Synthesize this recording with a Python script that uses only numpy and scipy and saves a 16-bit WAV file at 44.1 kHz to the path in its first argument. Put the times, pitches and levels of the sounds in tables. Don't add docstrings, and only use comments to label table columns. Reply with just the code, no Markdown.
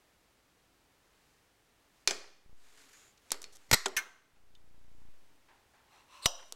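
import sys
import numpy as np
from scipy import signal
from scipy.fft import rfft, irfft
from scipy.io import wavfile
from scipy.ndimage import uniform_filter1d

SR = 44100
rng = np.random.default_rng(int(sys.argv[2]) if len(sys.argv) > 2 else 0)


def master_out(mix):
    frames = np.transpose(np.atleast_2d(mix))
    ceiling = np.clip(frames, -1, 1)
    pcm = np.round(ceiling * 32767).astype(np.int16)
    wavfile.write(sys.argv[1], SR, pcm)


N = 288855
TIME_S = np.arange(N) / SR

CONTACT_SPECTRA = { "lever": [(120, -47), (200, -17.5), (1620, -11.5), (2420, -7.5), (3190, -10.5),
                   (3620, -1.5), (4200, -2.5), (4600, -6.5), (6760, -3), (9060, -23.5), (10100, -12),
                   (11500, -30), (14300, -27.5), (16000, -33.5)], "clip": [(590, -75), (1000, -36),
                   (1330, -19), (2240, -30), (3050, 2), (4740, -12), (14000, -37)], "catch": [(120, -46),
                   (200, -16.5), (867, -6), (2170, -12), (2510, -14.5), (2800, -16.5), (3250, -5),
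                   (4680, -7), (5840, 2.5), (7140, -5), (7830, -3), (11300, -8.5), (12200, -16.5),
                   (16000, -23.5)], "cover": [(120, -34.5), (200, -4.5), (735, -5.5), (883, -1),
                   (1080, -11.5), (1480, -2.5), (1620, -14), (2050, -1.5), (2800, -13.5), (4770, -7),
                   (6640, -8), (9580, -16.5), (13100, -16), (16000, -31.5)], "housing": [(88, -52),
                   (150, -23), (941, 2), (1240, -10), (1480, -1.5), (2870, -9), (3220, 0), (4760, -9.5),
                   (5250, -7), (5680, -18), (6140, -4), (7770, -9), (8400, -13), (16000, -39.5)],
                   "spring": [(120, -73), (200, -46.5), (933, -21), (1530, -14.5), (1680, 3), (1770, 7),
                   (2130, -24), (2380, -0.5), (2860, -5.5), (4270, -17), (4520, -18), (6050, -4),
                   (7270, -16), (12600, -15.5), (16000, -29.5)], "plate": [(120, -25), (200, -11.5),
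                   (480, -10.5), (1200, -2.5), (1620, -15.5), (1950, -2), (2450, -10), (3800, -5.5),
                   (4600, -8.5), (5900, -2.5), (6500, -11.5), (8800, -8.5), (13000, -21), (16000, -28)]}
PART_MODES = { "lever": [(2420, 43, -3.5), (3610, 94, 2), (4350, 50, -3), (5310, 34, -2.5), (6100, 20, -11),
              (6330, 130, -8), (7300, 33, -4.5), (10520, 19, -18)], "clip": [(3080, 140, -3), (3580, 34, 3),
              (6500, 44.8, -16)], "catch": [(4400, 150, -4), (5470, 230, -2), (6720, 200, 0.5),
              (8300, 140, -3), (10900, 360, -6), (13000, 420, -12.5)], "cover": [(1980, 190, -.5),
              (3320, 42, -3), (4190, 150, -3), (5930, 120, -2), (6860, 66, -4.5), (7410, 52, -5.5),
              (7810, 49, -3.5), (8600, 110, -8), (11500, 51, -11)], "housing": [(394, 21, 6), (1415, 33, 4),
              (2260, 48, -19), (3200, 100, -5), (5210, 29, -9), (6000, 30, -22), (6720, 89, -8.5),
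              (7800, 45.5, -6)], "spring": [(1542, 20, 3.5), (2148, 30, 4.5), (2390, 16, 1), (4190, 38, -5),
              (6100, 43, -4), (6510, 25, -26), (7820, 130, -21), (9270, 27.6, -29), (10840, 88, -23)],
              "plate": [(980, 30, -2.5), (2950, 85, 6), (3815, 74, 3.5), (5010, 60, -1), (5750, 79, 3),
              (5970, 82, 3.5), (6880, 60, -6), (8600, 130, -9.5), (12700, 140, -17)]}
PANEL_SPECTRA = { "lever": [(120, -38), (190, -15), (370, -11), (408, -0.5), (450, -13.5), (800, -19),
                 (1200, -16.5), (2200, -14.5), (2700, -18), (4000, -13), (6500, -16), (9000, -26),
                 (15000, -37.5)], "clip": [(500, -27), (2000, -6), (3200, 0), (6000, -11), (14000, -28)],
                 "catch": [(120, -46.5), (200, -14.5), (390, 1), (683, -9.5), (833, -11.5), (963, -5),
                 (1040, -14.5), (1260, -4.5), (2380, -14), (2900, -12), (5550, -12.5), (15000, -30.5)],
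                 "cover": [(150, -66), (250, -36.5), (377, -12), (496, -18), (815, -14.5), (888, -16.5),
                 (1050, -8.5), (1700, -9), (1920, -3.5), (2950, -21.5), (3940, -8), (7960, -12.5),
                 (9280, -25), (11800, -20.5), (15000, -35.5)], "housing": [(100, -43), (170, -13),
                 (390, 2.5), (787, -3.5), (1000, -7), (1740, -14), (1910, -9), (2760, -18), (3140, -15),
                 (3380, -18), (5670, -29), (6690, -26.5), (14000, -39)], "spring": [(120, -48), (200, -17),
                 (323, -18), (360, -8), (445, -17.5), (759, -9), (875, -10), (1540, -2.5), (1720, -8),
                 (2090, -7.5), (4990, -19.5), (6070, -12), (8820, -25), (14000, -27)], "plate": [(150, -55),
                 (250, -29), (301, -21), (482, -17), (533, -5.5), (735, -0.5), (1120, -3.5), (1520, -15),
                 (1860, -29), (2430, -22), (2870, 4.5), (4160, -22), (5830, -2), (6450, -18), (14000, -29)]}
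KNOCK_SOUNDS = { "lever": (.0013, -7, -8.5, -29, -23), "clip": (.0016, 2, -15, -40, -40),
                "catch": (.0009, -12, -15.3, -25.5, -17.5), "cover": (.0015, -6, -13, -12.5, -28.5),
                "housing": (.0021, -10, -9, -44, -55), "spring": (.0039, -4, -11.7, -33, -60),
                "plate": (.0013, -.5, -11.7, -13, -23)}
# start in seconds, part, level in dB, scrape length in seconds.
KNOCK_EVENTS = [ (2.0744, "lever", -17.6, .0016), (2.1076, "lever", -31, .002),
                (2.1084, "housing", -30.5, .002), (2.930, "spring", -58.5, .002),
                (3.175, "lever", -66, .004), (3.3058, "lever", -45, .0005), (3.3177, "catch", -25.4, .0015),
                (3.3233, "lever", -41, .005), (3.341, "housing", -49, .003), (3.4174, "catch", -46.5, .002),
                (3.427, "catch", -52, .003), (3.4414, "lever", -44, .0006), (3.524, "catch", -57, .017),
                (3.55, "catch", -54.5, .011), (3.568, "catch", -58, .0015), (3.691, "cover", -59.5, .016),
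                (3.7131, "cover", -19, .0016), (3.7285, "cover", -12.6, .0065),
                (3.7362, "cover", -17.5, .007), (3.8585, "housing", -22.4, .0025),
                (3.8828, "catch", -46, .001), (3.9657, "spring", -20.2, .005), (3.986, "spring", -34, .002),
                (4.551, "clip", -59, .001), (6.2575, "plate", -15, .0027), (6.5237, "catch", -38.5, .0005)]


def knocks(ref_scrape_s=.001, room_ring_db=-2):
    out = np.zeros(N)
    gain_10ms = np.sqrt(SR / 100)
    bump, pop = thump(), low_pop(rise_s=.0021, fall_s=.115)
    for start_s, part, db, scrape_s in KNOCK_EVENTS:
        fade_s, ring_db, room_db, thump_db, pop_db = KNOCK_SOUNDS[part]
        push = np.sqrt(scrape_s / ref_scrape_s)
        force = scrape(scrape_s, fade_s * push)
        crack = unit(through(force, colour(CONTACT_SPECTRA[part])))
        ring = undb(ring_db) * unit(through(force, resonate(PART_MODES[part])))
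        panels = unit(through(force, colour(PANEL_SPECTRA[part])))
        echo = unit(through(garage(), panels + undb(room_ring_db) * ring))
        add(out, start_s, undb(db) * gain_10ms * unit(crack + ring))
        add(out, start_s, undb(db + room_db) * gain_10ms * echo)
        add(out, start_s, undb(db + thump_db) * push * bump + undb(db + pop_db) * pop)
    return out


def scrape(build_s, fade_s, first_grip=.6):
    t = TIME_S[:int(.12 * SR)]
    build = np.interp(t, [0, build_s], [first_grip, 1])
    fade = np.exp(-np.maximum(t - build_s, 0) / fade_s)
    root_grip = np.sqrt(build * fade)
    spectrum = rfft(rng.standard_normal(len(t)) * root_grip)
    slips = irfft(spectrum / (np.abs(spectrum) + 1e-18), len(t))
    return unit(slips * root_grip)


def thump(lower_hz=112, lower_fade_s=.0034, upper_hz=330, upper_fade_s=.0023, upper_db=-7):
    t = TIME_S[:SR]
    lower = np.sin(2 * np.pi * lower_hz * t) * np.exp(-t / lower_fade_s)
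    upper = np.sin(2 * np.pi * upper_hz * t) * np.exp(-t / upper_fade_s)
    return 2 * (lower + undb(upper_db) * upper)


def low_pop(rise_s, fall_s):
    t = TIME_S[:SR]
    return np.exp(-t / fall_s) - np.exp(-t / rise_s)


# start and length in seconds, first and last pitch in Hz, level and swell in dB,
# 2nd and 3rd harmonic in relative dB, pitch jitter as a fraction.
SQUEAK_EVENTS = [(2.915, 0.22, 6950, 6950, -61.5, -7, -30, -40, 0.055),
                 (3.7345, 0.012, 3550, 4350, -20.5, 7, -1, -6, .04),
                 (6.22, 0.039, 4200, 4150, -51.5, 13, -5, -19, .08)]


def squeaks(jitter_rate_hz=1500):
    out = np.zeros(N)
    for start_s, length_s, first_hz, last_hz, db, swell_db, second_db, third_db, jitter in SQUEAK_EVENTS:
        n = int(length_s * SR)
        hz = np.linspace(first_hz, last_hz, n) * (1 + jitter * drift(jitter_rate_hz)[:n])
        phase = 2 * np.pi * np.cumsum(hz) / SR
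        tone = np.sin(phase) + undb(second_db) * np.sin(2 * phase) + undb(third_db) * np.sin(3 * phase)
        envelope = undb(db + np.linspace(0, swell_db, n)) * signal.windows.tukey(n, .3)
        add(out, start_s, envelope * tone)
    return out


# frequency in Hz, level in dB.
FINGER_SPECTRUM = [(180, -53), (300, -22), (448, -17), (494, -26.5), (580, -4.5), (681, -23), (1030, 2),
                   (1360, -11), (1520, -14), (2630, -10), (3140, -17.5), (4330, -10), (4920, -20),
                   (5880, -15), (14000, -36)]
# frequency in Hz, width in Hz, level in dB.
FINGER_MODES = [(1070, 110, -1), (1880, 42, -4.5), (2680, 200, -3), (4290, 160, -3), (5140, 53, -10),
                (6040, 54, -8.5), (7400, 290, -13)]
# peak time in seconds, level in dB, half-length in seconds.
FINGER_STROKES = [(5.97, -63.5, .07), (6.16, -56, .065), (6.245, -52, .03)]


def finger_slides(ring_db=-6):
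    response = unit(colour(FINGER_SPECTRUM) + undb(ring_db) * resonate(FINGER_MODES))
    return through(rub(FINGER_STROKES, grain_db=.6), response)


# frequency in Hz, level in dB.
HAND_SPECTRUM = [(120, -32.5), (200, -17), (294, 3.5), (360, -18.5), (409, 3.5), (538, -11), (623, -5.5),
                 (1620, 0), (5840, -5.5), (6880, -3.5), (15100, -18.5), (16000, -47.5)]
# peak time in seconds, level in dB, half-length in seconds.
HAND_STROKES = [(1.25, -76, .2), (2.0, -74, .07), (2.68, -64.5, .1), (2.81, -60.5, .08),
                (2.97, -61.5, .135), (3.32, -68, .1), (3.62, -68, .12), (6.45, -64, .12)]


def hand_brushes():
    return through(rub(HAND_STROKES, grain_db=1.5), colour(HAND_SPECTRUM))


def rub(strokes, grain_db, grain_rate_hz=300):
    swells = [undb(db) * np.exp(-((TIME_S - peak_s) / half_s) ** 2) for peak_s, db, half_s in strokes]
    pressure = np.sqrt(sum(swell ** 2 for swell in swells))
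    slips = rng.standard_normal(N) * undb(grain_db * drift(grain_rate_hz))
    return unit(slips) * np.sqrt(N) * pressure


# frequency in Hz, level in dB.
TOUCH_SPECTRUM = [(180, -51), (300, -24), (359, -10), (630, -7), (829, 3.5), (1170, -5.5), (1540, -4.5),
                  (1890, -5.5), (8000, -30), (10400, -61), (17600, -120)]
# start in seconds, level in dB, decay in seconds.
TOUCH_EVENTS = [(2.242, -50, 0.006), (4.36, -67, 0.037), (5.485, -61.5, 0.08), (5.735, -65, 0.11),
                (5.92, -65, 0.12), (6.394, -49.5, 0.013), (6.426, -51, 0.012)]


def touches():
    out = np.zeros(N)
    for start_s, db, fade_s in TOUCH_EVENTS:
        add(out, start_s, undb(db) * rng.standard_normal(SR) * np.exp(-TIME_S[:SR] / fade_s))
    return through(out, colour(TOUCH_SPECTRUM))


# start in seconds, pop count, first and last level in dB before trim.
BUZZ_EVENTS = [(2.4615, 3, -50, -48), (4.3355, 23, -60, -49.5)]


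def buzz(rate_hz=29.27, trim_db=.1):
    out = np.zeros(N)
    pop = -low_pop(rise_s=.00019, fall_s=.11)
    for start_s, count, first_db, last_db in BUZZ_EVENTS:
        for k, db in enumerate(np.linspace(first_db, last_db, count)):
            add(out, start_s + k / rate_hz, undb(db + trim_db) * pop)
    return out


# frequency in Hz, T60 in seconds.
GARAGE_T60 = [(200, 0.41), (500, 0.58), (2000, 0.58), (5000, 0.53), (9000, 0.46), (15000, 0.33)]


def garage(length_s=.7, early_db=4, early_s=.021, onset_s=.0031):
    n = int(length_s * SR)
    hz, frame_s, spectra = signal.stft(rng.standard_normal(n), SR, nperseg=256)
    decay = np.exp(-np.log(1000) * frame_s / along(GARAGE_T60, hz)[:, None])
    tail = signal.istft(spectra * decay, SR)[1][:n]
    onset = np.clip(TIME_S[:n] / onset_s - .5, 0, 1)
    early_lift = 1 + undb(early_db) * np.exp(-TIME_S[:n] / early_s)
    return unit(tail * onset * early_lift)


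# frequency in Hz, level in dB.
HISS_SPECTRUM = [(12, -36), (20, -0.5), (27, -13), (55, -8.5), (234, -15), (270, -11.5), (718, -16),
                 (873, -16), (1530, -18.5), (1760, -18), (2530, -20.5), (7520, -27), (16000, -33.5)]


def hiss(level_db=-69.5, waver_db=.35, waver_rate_hz=5.6):
    noise = through(rng.standard_normal(N), colour(HISS_SPECTRUM))
    return noise * undb(level_db + waver_db * drift(waver_rate_hz))


def undb(db):
    return 10 ** (np.asarray(db) / 20)


def unit(x):
    return x / np.sqrt(np.sum(x ** 2) + 1e-18)


def add(out, start_s, x):
    i = int(start_s * SR)
    out[i:i + len(x)] += x[:len(out) - i]


def along(points, hz):
    point_hz, values = np.transpose(sorted(points))
    return np.interp(np.log(hz + 1), np.log(point_hz), values)


def colour(points, size=4096):
    gain = undb(along(points, np.fft.rfftfreq(size, 1 / SR)))
    cepstrum = irfft(np.log(gain))
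    cepstrum[1:size // 2] *= 2
    cepstrum[size // 2 + 1:] = 0
    return unit(irfft(np.exp(rfft(cepstrum))))


def resonate(modes, size=4096):
    t = TIME_S[:size]
    out = np.zeros(size)
    for k, (hz, width_hz, db) in enumerate(sorted(modes)):
        envelope = undb(db) * width_hz * np.exp(-np.pi * width_hz * t)
        out += (-1) ** k * envelope * np.cos(2 * np.pi * hz * t)
    return unit(out)


def through(x, response):
    return signal.fftconvolve(x, response)[:len(x)]


def drift(rate_hz):
    step = int(SR / rate_hz)
    stairs = np.repeat(rng.standard_normal(N // step + 1), step)
    return uniform_filter1d(stairs, step)[:N]


def gain_control(x, threshold_db=-34, slope=.22, recovery_db_per_s=3.3):
    power = uniform_filter1d(x ** 2, SR // 100)
    level_db = 10 * np.log10(np.abs(power) + 1e-18)
    cut_db = slope * np.maximum(level_db - threshold_db, 0)
    ramp_db = recovery_db_per_s * TIME_S
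    held_cut_db = np.maximum.accumulate(cut_db + ramp_db, axis=-1) - ramp_db
    return x * undb(-held_cut_db)


def scene():
    return (hand_brushes() + finger_slides() + knocks() + squeaks() + buzz() + touches() + hiss())[None]


def record(dry, ceiling=.42, cutoff_hz=16100):
    lowpass = signal.ellip(10, .2, 70, cutoff_hz, fs=SR, output="sos")
    rounded = ceiling * np.tanh(gain_control(dry) / ceiling)
    return signal.sosfilt(lowpass, rounded)


dry = scene()
out = record(dry)
master_out(out)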